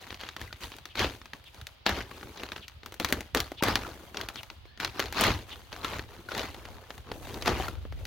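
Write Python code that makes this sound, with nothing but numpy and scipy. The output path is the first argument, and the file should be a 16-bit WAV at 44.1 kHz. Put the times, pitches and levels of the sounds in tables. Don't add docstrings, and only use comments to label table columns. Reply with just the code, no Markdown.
import sys
import numpy as np
from scipy import signal
from scipy.fft import rfft, irfft
from scipy.io import wavfile
from scipy.ndimage import uniform_filter1d

SR = 44100
rng = np.random.default_rng(int(sys.argv[2]) if len(sys.argv) > 2 else 0)


def wrap_up_sound(samples):
    columns = np.atleast_2d(samples).T
    tamed = np.clip(columns, -1, 1)
    steps = np.round(tamed * 32767).astype(np.int16)
    wavfile.write(sys.argv[1], SR, steps)


N = 355710
TIME = np.arange(N) / SR

# (time [s], relative crack level [dB], fold tightness [dB],
#                     tick relative to crack [dB])
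CREASE_SNAPS = [(0.1053, -39.5, 1, -33), (0.1264, -43.5, -7, -18), (0.144, -42.5, 14, -17),
                (0.211, -41.5, 16, -16), (0.235, -40, -3, -24), (0.2886, -38, 11, -22),
                (0.3648, -37, 2, -22), (0.4146, -40.5, 0.5, -11), (0.5274, -40, 5, -24),
                (0.6352, -40.5, 10, -15), (0.719, -45, 3, -30), (0.7655, -52, 15, -3),
                (0.7851, -46.5, 0, -13), (0.8549, -40.5, 5, -14), (0.9548, -37.5, 0, -19),
                (0.9931, -29, 19, -17), (1.0194, -37, -5, -26), (1.044, -34.5, -15, -28),
                (1.2157, -47.5, -3, -30), (1.2567, -46, -1, -17), (1.334, -38, 1, -27),
                (1.4408, -56, 12, -9), (1.545, -52.5, 5, -8), (1.6136, -45.5, 11, -13),
                (1.669, -40, 36, -10), (1.8641, -21.5, 1.5, -32), (1.8686, -30.5, -2, -16),
                (1.8926, -30, -3, -11.5), (1.9663, -41, 4, -28), (2.1121, -45, -5.5, -30),
                (2.2295, -44, -5, -30), (2.3742, -45, 4, -26), (2.434, -36, -3.5, -15),
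                (2.4885, -43.5, 1, -34), (2.5193, -35.5, 1, -22), (2.5626, -39, -1, -34),
                (2.5793, -46, -1, -32), (2.681, -43.5, 32, -12), (2.8327, -48, -4, -32),
                (2.8608, -40.5, 0.5, -10), (2.9224, -45.5, -8.5, -9), (2.9414, -47, -2, -3.5),
                (2.9995, -30, -2, -12.5), (3.0465, -25, 4.5, -13.5), (3.0876, -39.5, 8, -9),
                (3.1038, -41, -10, -9), (3.1253, -23, -6, -8.5), (3.207, -38.5, 0, -9),
                (3.3483, -24, -1.5, -9.5), (3.3723, -29.5, 7, -14), (3.4029, -28, 31, -9.5),
                (3.5177, -41.5, -13.5, -13.5), (3.6252, -29, -14, -13), (3.6354, -27.5, 0, -5),
                (3.6842, -28, -9, -14), (3.7557, -21.5, 1, -18), (4.1448, -41, -2, -29),
                (4.1708, -32.5, 10, -40), (4.2126, -34, 11, -18), (4.287, -35, 3, -11),
                (4.3575, -39, 4, -28), (4.432, -43.5, 7, -11), (4.501, -41.5, 6, -35),
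                (4.654, -54.5, -9, -34), (4.775, -49, -1, -32), (4.8009, -33, 2, -20),
                (4.8074, -39, 7, -21), (4.8476, -27, 9, -22), (4.9948, -28.5, -5, -12),
                (5.0002, -27, 5, -19), (5.0577, -40, 4, -15), (5.1253, -37, 0, -8), (5.2099, -28, -6, -3.5),
                (5.2168, -34.5, 7, -1), (5.2385, -24.5, 5, -10), (5.2667, -28.5, -10.5, -13),
                (5.3041, -32, -10.5, -25), (5.39, -47, -5, -13), (5.7278, -39.5, 6, -31),
                (5.846, -32, -3, -15), (5.9938, -35, -6, -30), (6.2882, -47.5, -6, -12),
                (6.3182, -38.5, -6.5, -30), (6.3492, -35, 0, -28), (6.3784, -35.5, 15, -11),
                (6.394, -32.5, 14, -29), (6.5447, -44, -1, -20), (6.6533, -44, -5.5, -17),
                (6.9051, -39.5, -2, -32), (6.9796, -48, -4, -10), (7.1163, -34.5, -9, -22),
                (7.3426, -41.5, 12, -12), (7.4233, -36, 20, -16), (7.4592, -31.5, -7, -13),
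                (7.4728, -28.5, 0, -18), (7.478, -25.5, -5, -18), (7.5987, -37, -14, -22),
                (7.6834, -38.5, -7, -10), (7.852, -52, -18.5, -32), (7.9238, -48, -10, -19),
                (8.053, -40.5, 15, -9)]
# (frequency [Hz], level [dB per Hz])
CRINKLE_SPECTRUM = [(250, -34), (550, -6.5), (800, 0), (1600, -1.5), (2700, -5), (4400, -7), (5500, -13.5),
                    (6800, -18), (8000, -32.5), (16000, -32)]
FLAP_SPECTRUM = [(60, 2.5), (130, -4), (200, 1), (320, 3), (500, -1), (650, -5), (900, -12), (2000, -30.5),
                 (6000, -105)]
FIZZ_SPECTRUM = [(3000, -57), (6000, 6), (7500, 0), (10000, -0.5), (12500, 1.5), (15500, 0)]
RUMBLE_SPECTRUM = [(12, -36), (28, -30), (45, -5.5), (68, -1.5), (95, -5.5), (122, -8.5), (150, -25.5),
                   (300, -37), (1000, -79)]


def amp(db):
    return 10 ** (np.asarray(db) / 20)


def unit(x):
    return x / np.sqrt(np.mean(x ** 2) + 1e-20)


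def read(points, hz):
    f, value_db = np.transpose(points)
    return np.interp(np.log(hz + 1), np.log(f + 1), value_db)


def follow(rows, axis):
    rows = np.array(rows)
    return amp(np.interp(TIME, rows[:, 0], rows[:, axis]))


def colour(x, points, size=4096):
    hz = abs(np.fft.fftfreq(size, 1 / SR))
    log_gain = np.log(amp(read(points, hz)))
    response = np.exp(np.conj(signal.hilbert(log_gain)))
    taps = np.fft.ifft(response).real[:size // 2]
    taps = taps.reshape((1,) * (x.ndim - 1) + (-1,))
    return signal.oaconvolve(x, taps, axes=-1)[..., :x.shape[-1]]


def steadied(x, span_s):
    size = int(span_s * SR) + 1
    power = uniform_filter1d(uniform_filter1d(x[0] ** 2, size), size)
    return x / np.sqrt(abs(power) + 1e-3 * power.mean())


def add(mix, start_s, sound):
    part = mix[:, max(round(start_s * SR), 0):][:, :sound.shape[1]]
    part += sound[:, :part.shape[1]]


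def air_noise(level_db=-59):
    # (frequency [Hz], level [dB per Hz])
    air_spectrum = [(30, -3.5), (120, -2), (160, -7), (330, -11.5), (700, -8), (1700, -13.5), (3300, -8.5),
                    (5000, -16.5), (8000, -46), (12000, -51), (16000, -27)]
    return amp(level_db) * unit(colour(rng.standard_normal((2, N)), air_spectrum))


def breeze(gust_db=1.5, size=1700):
    # (time [s], level [dB])
    breeze_level = [(0, -73), (5.5, -55.5), (6.3, -57), (6.72, -46), (6.87, -64), (7.3, -46.5),
                    (7.6, -39.5), (8.07, -37.5)]
    gusts = unit(uniform_filter1d(uniform_filter1d(rng.standard_normal(N), size), size))
    eddies = colour(rng.standard_normal((2, N)), RUMBLE_SPECTRUM, size=16384)
    eddies = eddies * amp(gust_db * np.clip(gusts, -2, 2))
    return follow(breeze_level, axis=1) * unit(eddies)


def bird(chip_s=0.046, fall=0.086, rasp=0.15, lower=.84, lower_db=-2, lag_s=0.007, waver_hz=150, size=12):
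    # (time [s], level [dB], pitch [Hz])
    chips = [(.888, -58, 3280), (1.449, -56, 3390), (2.611, -53, 3280), (3.568, -49, 3380),
             (4.361, -47, 3320), (5.501, -48.5, 3426)]
    # (time [s], length [s], level [dB], start pitch [Hz], end pitch [Hz])
    whistles = [(4.66, .065, -67, 4080, 4380), (4.65, .14, -69, 1680, 1780)]
    out = np.zeros((2, N))
    u = np.arange(0, 1, 1 / (chip_s * SR))
    for s, db, hz in chips:
        voices = ((s, db, hz), (s + lag_s, db + lower_db, hz * lower))
        for start_s, voice_db, voice_hz in voices:
            jitter = unit(uniform_filter1d(rng.standard_normal((2, len(u))), size))
            pitch_hz = voice_hz * (1 + fall * (.5 - u) + rasp * jitter)
            turns = np.cumsum(pitch_hz, axis=1) / SR
            chip = np.sin(np.pi * u) * np.sin(2 * np.pi * turns)
            add(out, start_s, amp(voice_db) * unit(chip))
    for s, length_s, db, start_hz, end_hz in whistles:
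        u = np.arange(0, 1, 1 / (length_s * SR))
        waver = unit(uniform_filter1d(rng.standard_normal(len(u)), size))
        turns = np.cumsum(start_hz + (end_hz - start_hz) * u + waver_hz * waver) / SR
        whistle = np.sin(np.pi * u) * np.sin(2 * np.pi * turns)
        add(out[:1], s, amp(db) * unit(whistle)[None])
    return out


def pulled(part="crinkle", step=64):
    # (start [s], rise [s], hold [s], fade [dB/s], strength [dB],
    #                      broad-fold weight [dB], high-fizz weight [dB])
    tugs = [(0.0, 0.013, 0.1, 150, -51, -7.5, 1), (0.19, 0.015, 0.069, 300, -46, -14, -10),
            (0.391, 0.017, 0.018, 154, -49.5, 0, 4), (0.579, 0.064, 0.0046, 282, -43.5, -2.5, 9),
            (0.705, 0.0092, 0.044, 260, -54.5, 0.5, 1), (0.948, 0.051, .042, 420, -29.5, -3.5, -5),
            (1.069, 0.023, 0.031, 217, -49, 1.5, 7), (1.448, 0.022, 0.013, 250, -68.5, -2, 10),
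            (1.525, 0.026, 0.031, 220, -56.5, -2, 1), (1.855, 0.0067, 0.04, 228, -33, -15, -14),
            (1.913, 0.043, 0.046, 238, -39.5, -1, -4), (2.063, 0.049, 0.17, 58, -52.5, -1, 3.5),
            (2.354, .02, 0.073, 164, -47, -2, -6), (2.554, .01, 0.005, 330, -48, -5, -1),
            (2.996, .004, 0.0051, 300, -37.5, 3, 2), (3.064, 0.039, 0.0067, 224, -45.5, 6, 7),
            (3.343, 0.009, .02, 250, -33, -1, 3), (3.622, 0.0044, 0.08, 192, -31, -2, 0),
            (3.788, 0.035, 0.062, 113, -46, -0.5, 4), (3.98, 0.024, .05, 100, -54.5, 1.5, 4),
            (4.131, 0.054, 0.03, 220, -42, -1, -6), (4.328, 0.013, 0.021, 124, -52.5, -4, 7),
            (4.796, 0.0064, 0.034, 240, -37.5, -5.5, -5), (4.919, 0.091, 0.016, 146, -40, -2, -3),
            (5.124, .1, 0.048, 171.5, -27, -3, 0.5), (5.458, 0.038, 0.018, 79, -51, -1, 5),
            (5.708, 0.015, .09, 67, -48, 0, 1), (5.821, 0.027, 0.12, 330, -39.5, -3.5, 0),
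            (6.072, 0.033, 0.075, 54, -56, 2.5, 3), (6.273, 0.09, 0.05, 114, -37.5, -4.5, 1),
            (6.527, 0.028, 0.17, 42, -54, -0.5, 0), (6.89, .01, 0.06, 220, -61, 0, 11),
            (7.044, 0.032, 0.017, 120, -54.5, 5.5, -8), (7.117, .01, 0.13, 74, -63.5, 9.5, 17),
            (7.215, 0.033, 0.23, 82, -48, 3, 7.5), (7.442, .025, 0.035, 95, -33, 1, -3),
            (7.571, 0.011, 0.067, 328, -39.5, -14, 5), (7.932, 0.087, .08, 100, -57, 6, 3)]
    stir_db, stir_rise_s, stir_fade_db_per_s = -14.5, .003, 197
    stirs = [(s, stir_rise_s, 0, stir_fade_db_per_s, crack_db + stir_db, -tight_db / 2, 0)
             for s, crack_db, tight_db, _ in CREASE_SNAPS]
    t = TIME[::step]
    power = np.zeros(len(t))
    for start_s, rise_s, hold_s, fade_db_per_s, db, broad_db, fizz_db in tugs + stirs:
        weight_db = {"crinkle": 0, "folds": broad_db, "fizz": fizz_db}[part]
        fading_s = np.maximum(t - start_s - rise_s - hold_s, 0)
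        faded_db = np.minimum(fade_db_per_s * fading_s, 100)
        rise = np.clip((t - start_s) / rise_s, 0, 1)
        power += (rise * amp(db + weight_db - faded_db)) ** 2
    return np.interp(TIME, t, np.sqrt(power) + 1e-6)


def flapped(lag_s):
    return np.interp(TIME - lag_s, TIME, pulled("folds"))


def fizz_level(level_db=-58.5, pull_db=-43, slope=0.61, max_fall_db_per_s=131):
    db = level_db + slope * (20 * np.log10(pulled("fizz")) - pull_db)
    fall_db = max_fall_db_per_s * TIME
    return amp(np.maximum.accumulate(db + fall_db) - fall_db)


def wrinkles(per_s, spread_db, cap, gentle_db=-45, crowding=.7):
    busy = np.clip((pulled() / amp(gentle_db)) ** crowding, .8, 5)
    sizes_db = spread_db * np.minimum(rng.exponential(1, N), cap)
    sizes = amp(sizes_db) / np.sqrt(busy)
    return sizes * (rng.random(N) < busy * per_s / SR)


def facets(clicks, ring_s, scatter_db, scatter_s, count=96, size=1024):
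    t = np.arange(size) / SR
    which = rng.integers(0, count, N)
    envelope = np.exp(-t / ring_s) + amp(scatter_db) * np.exp(-t / scatter_s)
    shakes = rng.standard_normal((count, 2, size)) * envelope
    out = np.zeros((2, N))
    for i in np.flatnonzero(clicks):
        add(out, i / SR, clicks[i] * shakes[which[i]])
    return out


def billow(lag_s=0.036, pull_db=-4, rumble_db=-59, sway_s=0.021):
    # (time [s], level [dB])
    sways = [(.11, -51), (.22, -52), (.43, -42), (.53, -47), (.645, -45.5), (1.015, -37), (1.62, -44.5),
             (1.93, -37), (2.23, -48), (2.34, -48), (2.77, -48), (3.36, -41), (3.78, -42), (4.59, -50),
             (4.89, -46), (5.09, -44), (5.35, -33.5), (6.01, -42), (7.0, -45)]
    shoves = wrinkles(per_s=130, spread_db=1.5, cap=3.7) * rng.standard_normal((2, N))
    lumps = colour(shoves, RUMBLE_SPECTRUM, size=16384)
    swaying = sum((amp(db) * np.exp(-((TIME - s) / sway_s) ** 2 / 2)) ** 2 for s, db in sways)
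    power = (amp(pull_db) * flapped(lag_s)) ** 2 + swaying + amp(rumble_db) ** 2
    return np.sqrt(power) * steadied(lumps, span_s=0.049)


def ping(t, hz, cycles):
    return (1 - np.exp(-t * hz)) * np.exp(-t * hz / cycles) * np.sin(2 * np.pi * hz * t)


def pops(cycles=7, width=0.39, size=3000):
    # (time [s], level [dB], pitch [Hz])
    fold_pops = [(0.382, -45, 1070), (0.413, -33, 1760), (0.477, -38, 2000), (0.507, -40, 1450),
                 (1.016, -29.5, 225), (1.0445, -34, 487), (1.884, -31.5, 199), (2.114, -37, 1140),
                 (3.608, -33, 910), (3.849, -29.5, 1374), (5.848, -23.5, 1340), (6.287, -28, 1460),
                 (6.319, -29, 1425), (7.116, -43, 474), (7.474, -24, 863), (7.599, -25.5, 760),
                 (7.681, -25, 1360)]
    t = np.arange(size) / SR
    out = np.zeros((2, N))
    for s, db, hz in fold_pops:
        add(out, s, amp(db) * ping(t, hz, cycles) * np.array([[1], [width]]))
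    return out


def crackle(low_hz=380, high_hz=4300, cycles=8.7, count=36, size=1500):
    clicks = wrinkles(per_s=420, spread_db=4.5, cap=3.0) * rng.choice([-1., 1.], N)
    t = np.arange(size) / SR
    hz = np.geomspace(low_hz, high_hz, count)[:, None]
    notes = ping(t, hz, cycles) * (hz / low_hz) ** 0.96
    which, side = rng.integers(0, count, N), rng.standard_normal(N)
    out = np.zeros((2, N))
    for i in np.flatnonzero(clicks):
        add(out, i / SR, clicks[i] * np.outer([1, side[i]], notes[which[i]]))
    return amp(-6.0) * pulled() * steadied(out, span_s=0.041)


def ticks(gentle_db=-45, growth=0.92):
    clicks = wrinkles(per_s=70, spread_db=3.0, cap=2.2)
    clicked = colour(facets(clicks, ring_s=.0007, scatter_db=-18, scatter_s=.003), CRINKLE_SPECTRUM)
    level = amp(gentle_db) * (pulled() / amp(gentle_db)) ** growth
    return amp(-5) * level * unit(clicked)


def bursts(spectrum, ring_s, tail_db, tail_s, rise_s, jolt, size=4096, jolt_sample=9):
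    t = np.arange(size) / SR
    decay = np.exp(-t / ring_s) + amp(tail_db) * np.exp(-t / tail_s)
    shape = (1 - np.exp(-t / rise_s)) * decay
    count = len(CREASE_SNAPS)
    drive = rng.standard_normal((count, 2, size)) * shape / np.linalg.norm(shape)
    drive[:, 0, jolt_sample] += jolt * rng.choice([-1., 1.], count)
    return colour(drive, spectrum)


def headed(x, size):
    return x / np.sqrt(np.mean(x[..., :size] ** 2, axis=-1, keepdims=True))


def snaps(split_hz=2500, thud_db=-9.5, width=0.55):
    s, crack_db, tight_db, tick_db = np.array(CREASE_SNAPS).T[:, :, None, None]
    crack = bursts(CRINKLE_SPECTRUM, ring_s=.0022, tail_db=-12, tail_s=.008, rise_s=.00008, jolt=.6)
    tick = bursts(FIZZ_SPECTRUM, ring_s=0.0027, tail_db=2, tail_s=0.0068, rise_s=.00005, jolt=1.0)
    thud = bursts(FLAP_SPECTRUM, ring_s=0.0026, tail_db=-26, tail_s=0.0071, rise_s=0.00014, jolt=0.7)
    low_pass = signal.butter(2, split_hz, "low", fs=SR, output="sos")
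    high_pass = signal.butter(2, split_hz, "high", fs=SR, output="sos")
    dull = headed(signal.sosfilt(low_pass, crack), size=264)
    bright = headed(signal.sosfilt(high_pass, crack), size=264)
    sound = amp(crack_db + 1.36) * headed(dull - amp(tight_db) * bright, size=264)
    sound += amp(crack_db + tick_db + 2.5) * headed(tick, size=264)
    sound += amp(crack_db + thud_db - tight_db) * headed(thud, size=528)
    out = np.zeros((2, N))
    for start_s, snap in zip(s.ravel(), sound):
        add(out, start_s, snap)
    return out * np.array([[1], [width]])


def tautened(x, hollow_hz=700, crisp_hz=3300):
    # (time [s], tautness [dB])
    tautness = [(0, -0.5), (.6, 2), (1.05, 0.5), (1.9, -2), (2.5, -1.5), (3.1, -0.5), (3.8, -2.5),
                (4.3, -2.5), (5.2, 0), (6, -2), (6.4, -1.5), (6.8, -4.5), (7.2, -2), (7.6, -2)]
    hz = np.fft.rfftfreq(N, 1 / SR) + 1
    spectrum, taut = rfft(x), follow(tautness, axis=1)
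    hollow = irfft(spectrum * np.exp(-2 * np.log(hz / hollow_hz) ** 2), N)
    crisp = irfft(spectrum * np.exp(-2 * np.log(hz / crisp_hz) ** 2), N)
    return x + hollow * (1 / taut - 1) + crisp * (taut - 1)


def shaded(x, size=512):
    z = signal.stft(x, nperseg=size)[2]
    patches = rng.standard_normal(z.shape[1:])
    patches = uniform_filter1d(patches, size=6, axis=0)
    patches = unit(uniform_filter1d(patches, size=4, axis=1))
    patches_db = 3.2 * patches - 1.2
    return signal.istft(z * amp(patches_db), nperseg=size)[1][:, :N]


def rustle(flap_lag_s=0.0045):
    clicks = wrinkles(per_s=1900, spread_db=3.5, cap=3.66)
    crinkle = colour(facets(clicks, ring_s=.0006, scatter_db=-11, scatter_s=.004), CRINKLE_SPECTRUM)
    fizz = colour(facets(clicks, ring_s=.0003, scatter_db=-6, scatter_s=.009), FIZZ_SPECTRUM)
    folds = clicks + wrinkles(per_s=350, spread_db=5.0, cap=3.7)
    flap = colour(facets(folds, ring_s=0.0017, scatter_db=-11.5, scatter_s=0.0092), FLAP_SPECTRUM)
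    body = amp(-2.5) * pulled() * steadied(crinkle, span_s=0.15)
    body += amp(-0.04) * flapped(flap_lag_s) * steadied(flap, span_s=0.037)
    return shaded(tautened(body)) + fizz_level() * steadied(fizz, span_s=0.053)


def yard(x, decay_s=0.064, delay_s=0.0067, size=13000):
    t = np.arange(size) / SR
    sparse = rng.standard_normal((2, size)) * (rng.random((2, size)) < .06)
    taps = sparse * np.exp(-t / decay_s) * (t > delay_s)
    return signal.oaconvolve(x[:1], taps / np.linalg.norm(taps[0]), axes=1)[:, :N]


def microphones(x):
    # (frequency [Hz], side gain [dB])
    side_spread = [(30, -5), (65, -22), (130, -18), (280, -18.5), (700, -12.5), (1500, -7.5), (3500, -5.5),
                   (7000, -1.5), (15000, 1)]
    # (frequency [Hz], left minus right [dB])
    left_lean = [(50, -0.5), (200, 0.5), (800, 2), (4000, 1.5), (9000, 6.5), (14000, 7)]
    hz = np.fft.rfftfreq(N, 1 / SR)
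    mid, side = rfft(x)
    side = side * amp(read(side_spread, hz))
    lean = amp(read(left_lean, hz) / 2)
    return irfft(np.array([(mid + side) * lean, (mid - side) / lean]), N)


def scene():
    sheet = pops() + tautened(crackle() + ticks()) + snaps() + rustle()
    outdoors = sheet + amp(-22) * yard(sheet)
    return air_noise() + breeze() + microphones(bird() + billow() + outdoors)


def record(dry, low_cut_hz=36, edge_hz=16000):
    low_cut = signal.butter(2, low_cut_hz, "high", fs=SR, output="sos")
    heard = signal.sosfilt(low_cut, dry)
    band_limit = signal.firwin(511, edge_hz, window=("kaiser", 9), fs=SR)
    return signal.oaconvolve(heard, band_limit[None], "same", axes=1)


dry = scene()
out = record(dry)
wrap_up_sound(out)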